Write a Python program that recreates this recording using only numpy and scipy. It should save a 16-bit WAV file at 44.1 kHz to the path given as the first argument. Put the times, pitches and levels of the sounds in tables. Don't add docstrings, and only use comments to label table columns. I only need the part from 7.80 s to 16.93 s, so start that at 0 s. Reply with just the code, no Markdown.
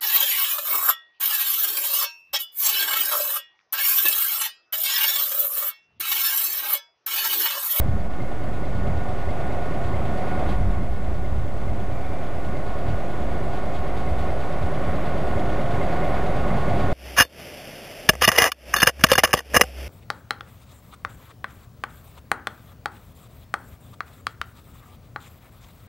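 import sys
import numpy as np
from scipy import signal
from scipy.fft import rfft, irfft, next_fast_len
from scipy.io import wavfile
from scipy.ndimage import uniform_filter1d, map_coordinates

SR = 44100
rng = np.random.default_rng(int(sys.argv[2]) if len(sys.argv) > 2 else 0)


def int16_out(signal):
    q = np.round(np.clip(np.atleast_2d(signal).T, -1, 1) * 32767)
    wavfile.write(sys.argv[1], SR, q.astype(np.int16))


def level_to_linear(level):
    exponent = np.asarray(level, float) / 20
    return 10 ** exponent


N = 402633

# (frequency [Hz], density [dB per Hz])
HISS_COLOUR = [(2000, -40), (4500, -1.5), (5800, .3), (8300, -.8), (10000, -2.3), (11000, -4.5),
               (12500, -5), (13780, -7)]
# (frequency [Hz], level [dB])
ELECTRONICS = [(6955, -82), (8000, -81), (8393, -82), (9351, -84), (9830, -83), (10072, -84), (12435, -88),
               (13151, -91)]
# (frequency [Hz], density [dB per Hz])
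THUMP_COLOUR = [(17, -64), (28, -13.5), (40, -2), (62, -0.5), (90, -5), (125, -13), (190, -54)]
# (frequency [Hz], density [dB per Hz])
FLUTTER_COLOUR = [(60, -39), (110, 2), (150, -5), (210, -4), (280, -15), (400, -18.5), (520, -50)]
# (time [s], thump [dB], flutter [dB], half length [s])
GUSTS = [(0.073, -20, -22.5, 0.13), (0.42, -52, -27, 0.03), (0.702, -50, -35, 0.13),
         (1.087, -25.5, -26, 0.17), (1.445, -33, -55, 0.12), (1.717, -42, -35, 0.13),
         (2.11, -29, -34, 0.13), (2.27, -31, -25, 0.071), (2.55, -47, -31, .04), (2.667, -20, -41, 0.019),
         (2.7, -35, -27, 0.025), (2.842, -17.5, -26.5, 0.13), (3.02, -40, -29, 0.039),
         (3.116, -32, -38, 0.046), (3.197, -50, -34, 0.045), (3.335, -25, -43, 0.11),
         (3.567, -21, -32, 0.069), (3.777, -32, -48, 0.059), (3.895, -23, -27, 0.044),
         (4.093, -34, -39, 0.13), (4.724, -42, -35, 0.11), (4.954, -34, -46, 0.071),
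         (5.106, -15.5, -24, 0.043), (5.555, -31.5, -44, 0.18), (5.9, -43, -61, 0.34),
         (6.186, -31, -52, 0.038), (6.444, -30.5, -67, 0.18), (6.838, -28, -27, 0.023),
         (7.062, -23, -26, 0.04), (7.615, -32, -36, 0.17), (7.96, -26, -29, 0.08), (8.35, -34, -50, 0.038),
         (8.54, -31, -33, 0.047), (8.67, -26, -39, 0.034), (8.745, -45, -24, .035),
         (9.014, -32, -24.5, 0.19)]
# (time of peak [s], peak level [dB], frequency [Hz])
SLAPS = [(0.032, -20, 90), (0.091, -9, 105), (0.121, -18, 71), (0.957, -13.5, 94), (1.018, -18, 72),
         (1.125, -15, 82), (1.176, -13, 80), (1.247, -28, 92), (1.293, -17, 91), (1.374, -21, 60),
         (1.48, -18, 72.5), (1.624, -22, 111), (1.759, -19, 69.5), (2.051, -17, 98), (2.142, -13, 87),
         (2.271, -18, 77), (2.582, -16, 78), (2.671, -15, 74), (2.75, -17, 71.5), (2.848, -16, 76),
         (2.958, -20, 60), (3.103, -15, 58), (3.288, -20, 73), (3.566, -15, 65), (3.644, -16, 84),
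         (3.891, -19, 100), (3.989, -18, 86), (4.091, -21, 86), (4.124, -22, 103), (4.295, -19.5, 82),
         (4.559, -22, 88), (5.012, -24, 79), (5.083, -20, 103), (5.112, -13, 101), (5.524, -20, 63),
         (5.618, -23, 84), (5.699, -20, 90), (5.78, -24, 77), (6.001, -17, 68), (6.32, -14.5, 69),
         (6.496, -19, 69), (6.626, -25, 81), (6.836, -20, 86), (7.058, -21, 85), (7.09, -17, 68),
         (7.413, -24, 101), (7.56, -16.5, 96), (7.641, -25, 89), (7.885, -24, 81), (7.937, -18.5, 118),
         (8.019, -19, 87), (8.1, -22, 94), (8.356, -23, 70), (8.504, -20, 102), (8.554, -20, 114),
         (8.581, -26, 90), (8.685, -21, 75), (8.916, -17, 92), (9.069, -16, 101), (9.092, -26, 88)]
# (time of peak [s], peak level [dB], frequency [Hz])
EDGE_SWINGS = [
    (0.007, -11, 62),
    (9.13, -12, 70),
]
# (time [s], level [dB])
SCRAPES = [
    (5.75, -56),
    (5.968, -52),
    (6.19, -56),
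    (6.42, -60),
]
# (time [s], level [dB])
ENGINE_LOUDNESS = [(0.03, -33.5), (0.1, -36), (1.77, -31), (2.32, -31), (2.4, -29.5), (2.73, -29.5),
                   (2.78, -33.5), (3.11, -36), (3.64, -35.5), (4.8, -32.5), (6.1, -31), (7.71, -28),
                   (8.14, -26.5), (8.67, -27), (9.1, -26)]
# (time [s], speed [rpm])
SHAFT_SPEED = [(0.9, 275.914), (2.1, 275.984), (3.3, 275.936), (4.5, 275.905), (5.7, 275.886),
               (6.9, 275.956), (8.1, 275.853)]
# (frequency [Hz], level re engine [dB], unsteadiness [dB])
FANS = [(1507, -28, 2.5), (2158.2, -33.5, 1), (1890, -35, 2), (4640, -48, 4)]
# (frequency [Hz], density [dB per Hz])
ROAR_COLOUR = [(40, -74), (130, -2), (250, -6.5), (340, -5.5), (470, -11), (590, -8.5), (720, -5),
               (860, -13.5), (1150, -12.5), (1350, -18.5), (1600, -21), (2080, -19.5), (2400, -26.5),
               (3600, -48)]
# (frequency [Hz], density [dB per Hz])
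CLATTER_COLOUR = [(1200, -50), (2300, -3), (2700, 0), (3100, -1.8), (3500, -.8), (4200, -7.5), (4650, -6.5),
                  (5000, -13), (6500, -18.5), (9000, -21), (13700, -27)]
# (start [turn], length [turns], level over the clatter [dB])
PUFFS = [
    (0.352, 0.11, -5),
    (0.91, 0.065, -4.5),
    (0.523, 0.061, -9),
]
# (time [s], level over the air noise [dB])
BLASTS = [
    (2.71, -7),
    (5.1, -10),
    (5.76, -11),
    (5.96, -11),
    (6.19, -13),
    (6.42, -12),
    (9.0, -10),
]
# (turn number, level [dB])
ODD_PINGS = [(0, -8), (1, 5), (2, -7), (4, -7), (5, -14), (7, -1), (10, -9), (11, -5), (12, -2), (13, 0),
             (14, -5), (16, -12), (18, -2), (20, -6), (21, 1), (22, -9), (23, -5), (24, -14), (25, -14),
             (26, -6), (28, 2), (29, 1), (30, -12), (31, -10), (32, -14), (33, -6), (34, -5), (35, -2),
             (38, -9), (39, -7), (41, -6)]
# (multiple of shaft speed, level re engine [dB])
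BLOCK_TONES = [(30, -21), (32, -17.7), (35, -22), (37, -21), (40, -21), (47, -19.5), (60, -18.8),
               (66, -20.1), (83, -19.6), (85, -19.1), (87, -20.3), (88, -22.6), (93, -21.8), (97, -21.1),
               (105, -21.5), (115, -23.1), (117, -18.4), (125, -28), (127, -23), (128, -19.9), (129, -20.8),
               (130, -22.6), (131, -21), (136, -21.5), (137, -23.2), (141, -21.3), (148, -25), (149, -27),
               (156, -19.7), (157, -25.5), (160, -24), (168, -25), (173, -23.5), (174, -22), (179, -24),
               (184, -27)]
# (frequency [Hz], level of each re engine [dB])
BLOCK_FILL = [(60, -18.5), (200, -25.5), (370, -40.5), (560, -22), (790, -38), (1050, -43.5), (1350, -39.5),
              (1700, -48.5), (2300, -63), (3500, -59), (6000, -110)]
# (multiple of shaft speed, level re engine [dB], swell [0-1], loudest at [turn], waver [rad])
GEARS = [(79, -15.3, .25, .84, 0), (151, -13.3, .45, .22, .9), (158, -22.5, .2, .39, -.7),
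         (161, -13.8, .33, .99, .45)]
# (multiple of shaft speed, level re whine [dB], swell [0-1],
# loudest at [turn], waver [rad])
MESH_OVERTONES = [(237, -3.5, .45, .66, 0), (316, -.8, .3, .56, 0), (395, -10.5, .4, .64, 0),
                  (474, -12, .15, .32, 0), (553, -16, .15, .19, 0)]
# (time [s], level [dB], frequency [Hz])
GLINTS = [(1.825, -72, 14000), (1.825, -72, 14400), (2.385, -65, 14900), (6.397, -64, 14920),
          (7.298, -68, 14300), (7.49, -67, 14100), (7.49, -67, 14450), (7.49, -65, 14920),
          (8.19, -70, 14200), (8.32, -64, 14900), (9.018, -72, 14050)]
# (frequency [Hz], difference [dB])
BALANCE = [(40, 1.4), (107, .4), (260, -1.2), (690, -2), (1700, -2.4), (3200, -2), (4300, -.9), (6000, -.1),
           (14000, -.2)]
# (frequency [Hz], phase lead [rad])
PHASE_LEAD = [(40, -.16), (150, -.23), (260, -.19), (690, -.09), (1700, -.04), (6000, 0)]
# (frequency [Hz], level [dB])
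UNSHARED = [(60, -24), (300, -23), (700, -26), (1700, -17), (3200, -14), (4300, -11), (6000, -14.5),
            (8000, -21), (10000, -20), (12000, -10), (13400, -12)]
OFFSET = [
    [.1231],
    [.1226],
]


def unit(x):
    return x / np.sqrt(np.mean(x ** 2) + 1e-20)


def along(points, hz):
    f, value = np.transpose(points)
    return np.interp(np.log(hz + 1), np.log(f + 1), value)


def over_time(rows):
    s, value = np.transpose(rows)
    return np.interp(np.arange(N) / SR, s, value)


def wobble(rate_hz):
    coarse = np.arange(0, N + 128, 128)
    knots = rng.standard_normal(int(N * rate_hz / SR) + 5)
    return np.interp(np.arange(N), coarse, map_coordinates(knots, [coarse * rate_hz / SR]))


def swells(s, db, half_s):
    t = np.arange(0, N + 128, 128) / SR
    bells = level_to_linear(db)[:, None] * np.exp(-((t - s[:, None]) / np.reshape(half_s, (-1, 1))) ** 2)
    return np.interp(np.arange(N) / SR, t, bells.sum(axis=0))


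def filtered(x, response):
    m = next_fast_len(N + 8192)
    return irfft(rfft(x, m) * response(np.fft.rfftfreq(m, 1 / SR)), m)[..., :N]


def noise(colour):
    low_hz, high_hz = colour[0][0], colour[-1][0]

    def response(hz):
        return level_to_linear(along(colour, hz)) * (hz > low_hz) * (hz < high_hz)

    return unit(filtered(rng.standard_normal(N), response))


def even(x, seconds):
    level = np.abs(uniform_filter1d(x ** 2, int(seconds * SR))) + .05
    return unit(x / level ** .3)


def follows(level_db, share):
    return level_db + share * (over_time(ENGINE_LOUDNESS) + 33)


def tape_hiss():
    return level_to_linear(follows(-60.7, share=.4)) * noise(HISS_COLOUR)


def electronics_buzz():
    t = np.arange(N) / SR
    return sum(level_to_linear(db - 1) * np.sin(2 * np.pi * hz * t) for hz, db in ELECTRONICS)


def slaps(cycles):
    t, out = np.arange(N) / SR, np.zeros(N)
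    for peak_s, db, hz in SLAPS + EDGE_SWINGS:
        start_s = peak_s - cycles / hz
        near = slice(max(round(start_s * SR), 0), round((start_s + .15) * SR))
        u = (t[near] - start_s) * hz
        envelope = u / cycles * np.exp(1 - u / cycles)
        out[near] += level_to_linear(db) * np.sin(2 * np.pi * u) * envelope
    return out


def wind():
    s, thump_db, flutter_db, half_s = np.transpose(GUSTS)
    thump_gain = level_to_linear(-32.5) + swells(s, thump_db, half_s)
    flutter_gain = level_to_linear(-35.5) + swells(s, flutter_db, half_s)
    thump = thump_gain * even(noise(THUMP_COLOUR), seconds=0.035)
    flutter = flutter_gain * even(noise(FLUTTER_COLOUR), seconds=0.0226)
    slap_s = np.transpose(SLAPS + EDGE_SWINGS)[0]
    lull = np.clip(1 - swells(slap_s, np.full(len(slap_s), -5.0), half_s=.018), .2, 1)
    return lull * (level_to_linear(-3.5) * thump + level_to_linear(-5.0) * flutter) + level_to_linear(-4) * slaps(cycles=.7)


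def flange_squeal():
    at_s, half_s, pitch_hz = 4.28, .24, 2353
    t = np.arange(N) / SR
    level = level_to_linear(-57 + 2.2 * wobble(15)) * np.exp(-((t - at_s) / half_s) ** 2)
    return np.sqrt(2) * level * np.sin(2 * np.pi * pitch_hz * t + .5 * wobble(14))


def steel_scrapes():
    centre_hz, width_hz = 3200, 250
    ring = filtered(rng.standard_normal(N), lambda hz: 1 / (1 + ((hz - centre_hz) / width_hz) ** 2))
    return swells(*np.transpose(SCRAPES), half_s=.016) * unit(ring)


def fans():
    t = np.arange(N) / SR
    out = np.zeros(N)
    for hz, db, flicker_db in FANS:
        level = np.sqrt(2) * level_to_linear(db + flicker_db * wobble(4.9))
        out += level * np.sin(2 * np.pi * hz * t + .5 * wobble(6.9))
    return out


def exhaust_roar():
    return level_to_linear(-2.5 + 0.76 * wobble(15)) * noise(ROAR_COLOUR)


def clatter(turn):
    gate = 1
    for at, length, db in PUFFS:
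        u = (turn - at) % 1 / length
        each_turn = level_to_linear(db + 1.3 * rng.standard_normal(64))
        strength = each_turn[(turn - at).astype(int) + 1]
        gate = gate + strength * np.e * 3 * u * np.exp(-3 * u)
    return unit(gate * noise(CLATTER_COLOUR))


def air(turn):
    blasts = 1 + swells(*np.transpose(BLASTS), half_s=.04)
    return level_to_linear(0.5) * level_to_linear(follows(-55, share=0.91)) * blasts * clatter(turn)


def ping(turn, at, hz, t60, odd):
    strength_db = 2.0 * rng.standard_normal(64)
    number, db = np.transpose(odd)
    strength_db[number] = db
    when = np.flatnonzero(np.diff(np.floor(turn - at)) > 0)
    blows = np.zeros(N)
    blows[when] = level_to_linear(strength_db)[np.round(turn[when] - at).astype(int)]
    t = np.arange(SR // 8) / SR
    ring = np.sin(2 * np.pi * hz * t) * level_to_linear(-60 * t / t60) * (1 - np.exp(-t / 0.0055))
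    return signal.fftconvolve(blows, ring)[:N]


def loose_steel(turn):
    struck = ping(turn, at=.843, hz=2100, t60=.045, odd=ODD_PINGS)
    lighter = ping(turn, at=.52, hz=2170, t60=.04, odd=[(14, 6)])
    lighter = lighter + ping(turn, at=.02, hz=2050, t60=.04, odd=[(0, 0)])
    return level_to_linear(2.0) * struck + level_to_linear(-5.5) * lighter


def geared(rows, turn, drift_db, fades):
    t = np.arange(N) / SR
    flex = .0002 * wobble(12)
    uneven = np.cos(2 * np.pi * (turn - .69))
    out = np.zeros(N)
    for (multiple, db, depth, at, waver), fade in zip(rows, fades):
        level = level_to_linear(db - fade * t + drift_db * wobble(3.28))
        swell = 1 + depth * np.cos(2 * np.pi * (turn - at))
        phase = 2 * np.pi * multiple * (turn + flex) + waver * uneven
        out += level * swell * np.sqrt(2) * np.cos(phase)
    return out


def mesh_whine(turn):
    tones = geared(MESH_OVERTONES, turn, drift_db=1.3, fades=[0, .38, .25, .45, .35])
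    return level_to_linear(follows(-48.9, share=1.0)) * tones


def block(turn, tones_db, fill_db, change):
    size = 4096
    k = np.arange(size // 2 + 1)
    shaft_hz = np.mean(np.transpose(SHAFT_SPEED)[1]) / 60
    fill = level_to_linear(along(BLOCK_FILL, k * shaft_hz) + fill_db) * (k > 6)
    chance = rng.standard_normal((2, 2, len(k)))
    lines = fill * (chance[0] + 1j * chance[1]) / np.sqrt(2)
    for multiple, db in BLOCK_TONES:
        lines[0, multiple] = level_to_linear(db + tones_db) * np.exp(1j * np.angle(lines[0, multiple]))
    cycles = irfft(lines, size) * size / np.sqrt(2)
    steady, other = (map_coordinates(c, [turn % 1 * size], mode="grid-wrap") for c in cycles)
    return steady + change * wobble(0.812) * other


def locomotives():
    turn = np.cumsum(over_time(SHAFT_SPEED) / 60) / SR
    tones = block(turn, tones_db=1, fill_db=-1.0, change=0.41)
    tones = tones + geared(GEARS, turn, drift_db=2.5, fades=[0.13, 0, 0, 0])
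    body = exhaust_roar() + fans() + tones + loose_steel(turn)
    return level_to_linear(over_time(ENGINE_LOUDNESS)) * body + air(turn) + mesh_whine(turn)


def scene():
    wheels = flange_squeal() + steel_scrapes()
    return np.tile(wind() + wheels + locomotives(), (2, 1))


def patchy_treble(x, from_hz, share, scatter_db):
    hz, _, z = signal.stft(x, SR, nperseg=1024)
    cells = (len(hz) // 3 + 1, z.shape[1] // 5 + 1)
    lost_share = share * np.linspace(0, 2, cells[0])[:, None]
    gain = level_to_linear(scatter_db * rng.standard_normal(cells)) * (rng.random(cells) > lost_share)
    gain = np.kron(gain, np.ones((3, 5)))[:len(hz), :z.shape[1]]
    return signal.istft(z * np.where(hz[:, None] > from_hz, gain, 1), SR, nperseg=1024)[1][:N]


def treble_glints():
    t = np.arange(N) / SR
    return sum(level_to_linear(db) * np.exp(-((t - s) / .012) ** 2) * np.sin(2 * np.pi * hz * t) for s, db, hz in GLINTS)


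def tape_dropout(x):
    at_s, half_s, share, corner_hz = .292, .02, .42, 1200
    lifted = share * np.exp(-((np.arange(N) / SR - at_s) / half_s) ** 2)
    return x - lifted * filtered(x, lambda hz: hz ** 2 / (hz ** 2 + corner_hz ** 2))


def two_channels(mono):
    sign = np.array([[.5], [-.5]])

    def colour(hz):
        return level_to_linear(sign * along(BALANCE, hz)) * np.exp(1j * sign * along(PHASE_LEAD, hz))

    z = signal.stft(mono, nperseg=512)[2]
    scrambled = signal.istft(z * np.exp(2j * np.pi * rng.random(z.shape)), nperseg=512)[1][:N]
    apart = filtered(scrambled, lambda hz: level_to_linear(along(UNSHARED, hz)))
    return filtered(mono, colour) + 2 * sign * apart


def low_pass(x):
    return signal.sosfilt(signal.butter(12, 15000, fs=SR, output="sos"), x)


def record(dry):
    held = dry[0] / (1 + np.abs(dry[0] / .33) ** 6) ** (1 / 6)
    mono = patchy_treble(held + tape_hiss() + electronics_buzz(), from_hz=5800, share=.11, scatter_db=1.2)
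    mono = filtered(mono, lambda hz: hz < 13780) + treble_glints()
    mono = tape_dropout(mono)
    return low_pass(two_channels(mono) + np.array(OFFSET))


dry = scene()
out = record(dry)
int16_out(out)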